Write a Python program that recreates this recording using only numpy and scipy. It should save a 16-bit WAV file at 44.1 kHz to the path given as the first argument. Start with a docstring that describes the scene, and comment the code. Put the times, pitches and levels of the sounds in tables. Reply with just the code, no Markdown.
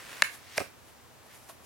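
"""A thin, stiff picture book is closed near the microphone, over the low hum of a quiet bedroom.
The bent cover slides off the thumb and springs free with a sharp flick (0.22 s).
It swishes down and slaps shut, ringing the book (0.58 s); the pages settle in two dull pats.
A hand then brushes the cover and takes hold of its edge (1.3-1.5 s). The small room echoes briefly."""
import sys
import numpy as np
from scipy import signal
from scipy.fft import rfft, irfft, next_fast_len
from scipy.io import wavfile

SR = 44100
rng = np.random.default_rng(int(sys.argv[2]) if len(sys.argv) > 2 else 0)


def pcm_store(signal):
    """Save signal as 16-bit PCM."""
    levels = np.round(np.clip(np.atleast_2d(signal), -1, 1) * 32767)
    wavfile.write(sys.argv[1], SR, levels.astype(np.int16).T)


N = 72765

# room air spectrum, each side (frequency [Hz], gain [dB])
AIR_LEFT_EQ = [(25, -13), (85, 20.5), (200, 10.5), (400, 9), (1000, 3), (2000, -3.5), (5000, -13.5),
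               (11000, -16.5), (16000, -45)]
AIR_RIGHT_EQ = [(25, 4.5), (85, 9.5), (200, 2), (400, 0), (1000, -3), (2000, -8), (5000, -11), (11000, -12),
                (16000, -13)]
# room hum (frequency [Hz], level [dB])
HUM_TONES = [(84, -63.5), (120, -64), (240, -67)]
# wall echo spectrum (frequency [Hz], gain [dB])
WALL_EQ = [(60, -6), (280, -2.5), (600, -7.5), (1200, -1), (1850, -0.5), (2500, 3), (3400, -2), (7000, 1),
           (9000, 4), (15000, 6.5)]
# left channel: thin bass, treble rolling off above 11 kHz (frequency [Hz], gain [dB])
LEFT_CHANNEL_EQ = [(30, -11), (80, -25.5), (200, -11.5), (500, -5.5), (1000, -1.5), (2500, -0.5),
                   (6000, 2.5), (10000, 3), (11200, 1), (11800, -2), (16000, -11)]

# skin on the glossy cover (peak time [s], level [dB], rise [s], fall [s])
BRUSH_STROKES = [(.345, -46, 0.032, 0.022), (.5775, -33.5, 0.0066, 0.0092), (.89, -59, 0.059, 0.038),
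                 (1.265, -60, 0.018, 0.02), (1.35, -52, 0.023, 0.041), (1.43, -59, 0.036, 0.058),
                 (1.497, -44.5, .012, 0.014), (1.648, -56.5, 0.03, .03)]
# skin friction spectrum (frequency [Hz], gain [dB])
BRUSH_EQ = [(60, -11), (300, -2), (480, -2.5), (660, 8), (1500, 2), (2600, 0.5), (4000, -3.5), (8000, -4.5),
            (12000, 1), (16000, -12.5)]
# fingers landing (time [s], level [dB], tilt [dB/octave])
FINGER_TAPS = [(1.26, -49.5, -9), (1.4955, -40, -1.5)]
# cover under a finger (frequency [Hz], level [dB], t60 [s])
TAP_MODES = [(665, 3, 0.036), (710, -4, 0.021), (1106, -3.5, 0.088), (3800, -15, 0.011)]

# paper on paper or thumb (peak time [s], level [dB], rise [s], fall [s])
SLIDE_STROKES = [(0.0, -46, .02, 0.031), (.13, -44.5, 0.16, 0.14), (.21, -46.5, 0.11, 0.083),
                 (.578, -30, 0.004, 0.0051), (.595, -39.5, 0.0041, 0.037), (1.32, -55, 0.045, .035)]
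# paper friction spectrum (frequency [Hz], gain [dB])
SLIDE_EQ = [(60, -3), (300, -6.5), (900, -5), (1900, -2), (3200, -8.5), (7000, -16), (11000, -17),
            (16000, -18.5)]
# cover swinging down (peak time [s], level [dB], rise [s], fall [s])
SWING_STROKES = [(.568, -47, 0.11, 0.0088)]
# swish spectrum (frequency [Hz], gain [dB])
SWING_EQ = [(100, -16), (700, -13.5), (2000, 2.5), (3200, -2), (5500, -5.5), (8000, -13), (16000, -14.5)]

# pages landing (time [s], ring [dB], click [dB], thump [dB], tilt [dB/octave], pan left [dB])
PAGE_DROPS = [(.6034, -21, -8, -27, 0, -1), (.6138, -22, -34, -26, -2, -5)]
# page stack (frequency [Hz], level [dB], t60 [s])
STACK_MODES = [(296, -13, 0.035), (425, -3.5, 0.035), (543, -4, 0.039), (716, -6, 0.053),
               (1270, -6.5, 0.022), (1750, -12, .01), (2610, -5.5, 0.01)]
# card-on-paper click spectrum (frequency [Hz], gain [dB])
CLICK_EQ = [(60, -23), (300, -2.5), (800, -7), (2300, -2), (3200, -6), (5000, -7.5), (6800, -8.5),
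            (8800, -5.5), (15000, -24)]
# closed book (frequency [Hz], level [dB], t60 [s])
CLOSED_BOOK_MODES = [(440, -17, 0.013), (613, -14.5, 0.025), (810, -31.5, 0.014), (1140, -20.5, 0.0075),
                     (1615, -16, 0.0093), (2150, -17, 0.014), (2365, -12.5, 0.011), (4560, -18.5, 0.0054),
                     (5560, -15.5, 0.0032), (8750, -21, 0.0037)]
# flick crack spectrum (frequency [Hz], gain [dB])
CRACK_EQ = [(60, -37), (400, -16.5), (1000, 2), (2000, -2.5), (3200, -1.5), (4000, 4), (5800, -6.5),
            (7000, -6.5), (8100, -14.5), (10000, -7), (15000, -20)]
# bent cover (frequency [Hz], level [dB], t60 [s])
BENT_COVER_MODES = [(206, -35, 0.07), (586, -15, 0.02), (914, -6, 0.0082), (1040, -32, 0.0047),
                    (1743, 3.5, 0.01), (2103, 0, 0.0098), (2680, -12, 0.017), (2700, -39, 0.021),
                    (4030, -42, 0.0069), (4400, -43, 0.0064), (6370, -10.5, 0.0042), (10700, -44, 0.0051)]


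def undb(db):
    """Decibels to gain."""
    return 10 ** (np.asarray(db) / 20)


def pan(left_db):
    """Stereo gains for a left-minus-right level."""
    return undb(np.array([[left_db], [-left_db]]) / 2)


def colour(x, eq):
    """Minimum-phase filter through (frequency [Hz], gain [dB]) points."""
    size = 2 * next_fast_len(N)
    hz, db = np.array(eq, float).T
    bins_hz = np.maximum(np.fft.rfftfreq(size, 1 / SR), 1)
    gain = undb(np.interp(np.log(bins_hz), np.log(np.sort(hz)), db))
    cepstrum = irfft(np.log(gain))
    cepstrum[1:size // 2] *= 2
    cepstrum[size // 2 + 1:] = 0
    return irfft(rfft(x, size) * np.exp(rfft(cepstrum)), size)[..., :N]


def since(start_s):
    """Seconds since the start, zero before it."""
    return np.maximum(np.arange(N) / SR - start_s, 0)


def fade(age_s, t60_s):
    """Exponential decay."""
    return np.exp(-np.log(1000) * age_s / t60_s)


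def impulse(start_s, db):
    """One-sample push."""
    return undb(db) * (np.arange(N) == int(start_s * SR))


def burst(start_s, t60_s):
    """Decaying stereo noise."""
    age_s = since(start_s)
    return rng.standard_normal((2, N)) * (age_s > 0) * fade(age_s, t60_s)


def echo(x, delay_s, t60_s):
    """Diffuse stereo reflections of unit energy."""
    response = burst(delay_s, t60_s)
    response /= np.sqrt(np.sum(response ** 2, axis=1, keepdims=True))
    return signal.fftconvolve(x[None], response, axes=1)[:, :N]


def ring(start_s, modes, rise_cycles, lag_cycles, tilt_db_oct=0):
    """Modes of a card sheet; bending waves bring the high ones first."""
    out = np.zeros(N)
    for hz, db, t60_s in modes:
        age_s = since(start_s + lag_cycles / hz)
        gain = undb(db + tilt_db_oct * np.log2(hz / modes[1][0]))
        attack = 1 - np.exp(-age_s * hz / rise_cycles)
        out += gain * attack * fade(age_s, t60_s) * np.sin(2 * np.pi * hz * age_s)
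    return out


def rub(strokes, eq, grain_db=1.5, grain_s=0.0011, spread=0.74):
    """Grainy friction noise, swelling and dying with each stroke."""
    t = since(0)
    power = sum(undb(2 * db) * np.exp(-2 * np.maximum((peak_s - t) / rise_s, (t - peak_s) / fall_s))
                for peak_s, db, rise_s, fall_s in strokes)
    noise = rng.standard_normal((4, N))
    sides, centre, roughness = noise[:2], noise[2], noise[3]
    grains = undb(grain_db * roughness[np.arange(N) // int(grain_s * SR)])
    hiss = colour((centre + spread * sides) * grains, eq)
    return hiss / hiss.std() * np.sqrt(power)


def contact(start_s, click_db, thump_db, thump_hz=205):
    """Two sheets meet: a click and a low puff of air."""
    age_s = since(start_s)
    thump = undb(thump_db) * fade(age_s, t60_s=0.0093) * np.sin(2 * np.pi * thump_hz * age_s)
    return thump + colour(impulse(start_s, click_db), CLICK_EQ)


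def background(air_db=-46, shared_power=0.45):
    """Soft room air and a faint hum."""
    noise = rng.standard_normal((3, N))
    left, right = np.sqrt(1 - shared_power) * noise[:2] + np.sqrt(shared_power) * noise[2]
    air = np.array([colour(left, AIR_LEFT_EQ), colour(right, AIR_RIGHT_EQ)])
    hum = sum(undb(db) * np.sin(2 * np.pi * (hz * since(0) + rng.random())) for hz, db in HUM_TONES)
    return undb(air_db) * air + hum


def bedroom(x, scatter_db=-32, wall_db=-12):
    """Quick scatter from lap and bed, then the walls."""
    walls = colour(echo(x, delay_s=0.014, t60_s=0.26), WALL_EQ)
    scatter = echo(x, delay_s=0, t60_s=0.014)
    return undb(scatter_db) * scatter + undb(wall_db) * pan(left_db=-4) * walls


def hand():
    """Skin brushes the cover; fingers land and ring it softly."""
    taps = sum(undb(db) * ring(start_s, TAP_MODES, rise_cycles=1.1, lag_cycles=0, tilt_db_oct=tilt)
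               for start_s, db, tilt in FINGER_TAPS)
    return taps + rub(BRUSH_STROKES, BRUSH_EQ)


def slide():
    """Paper rubs on paper or thumb."""
    return rub(SLIDE_STROKES, SLIDE_EQ)


def swing():
    """The cover swishes down."""
    return rub(SWING_STROKES, SWING_EQ)


def pages():
    """Loose pages drop onto the stack with dull pats."""
    out = np.zeros((2, N))
    for start_s, ring_db, click_db, thump_db, tilt, left_db in PAGE_DROPS:
        stack = ring(start_s, STACK_MODES, rise_cycles=0.5, lag_cycles=0.1, tilt_db_oct=tilt)
        out += pan(left_db) * (contact(start_s, click_db, thump_db) + undb(ring_db) * stack)
    return out


def slap(start_s=0.5791, ring_db=1.5):
    """The cover lands and rings the whole book."""
    body = ring(start_s, CLOSED_BOOK_MODES, rise_cycles=0.83, lag_cycles=1.91)
    return contact(start_s, click_db=-1.5, thump_db=-23) + undb(ring_db) * body


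def flick(start_s=0.2217, crack_db=9.5, fibre_db=-14.5):
    """The bent cover springs free: a crack, a rasp of paper fibres, a very short ring."""
    fibres = undb(fibre_db) * burst(start_s, t60_s=0.015)
    crack = colour(impulse(start_s, crack_db) + fibres, CRACK_EQ)
    return crack + ring(start_s, BENT_COVER_MODES, rise_cycles=1.56, lag_cycles=0.35)


def scene():
    """Book and hand in the bedroom."""
    book = slide() + swing() + flick() + slap() + pages() + hand()
    return book + bedroom(book.mean(axis=0)) + background()


def record(dry, low_cut_hz=58, high_cut_hz=16000, peak_limit=2.2):
    """Unequal channels, low cut, soft clip, steep high cut."""
    low_cut = signal.butter(2, low_cut_hz, "high", fs=SR, output="sos")
    high_cut = signal.ellip(10, 0.2, 80, high_cut_hz, fs=SR, output="sos")
    channels = np.array([colour(dry[0], LEFT_CHANNEL_EQ), dry[1]])
    rounded = peak_limit * np.tanh(signal.sosfilt(low_cut, channels) / peak_limit)
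    return signal.sosfilt(high_cut, rounded)


dry = scene()
out = record(dry)
pcm_store(out)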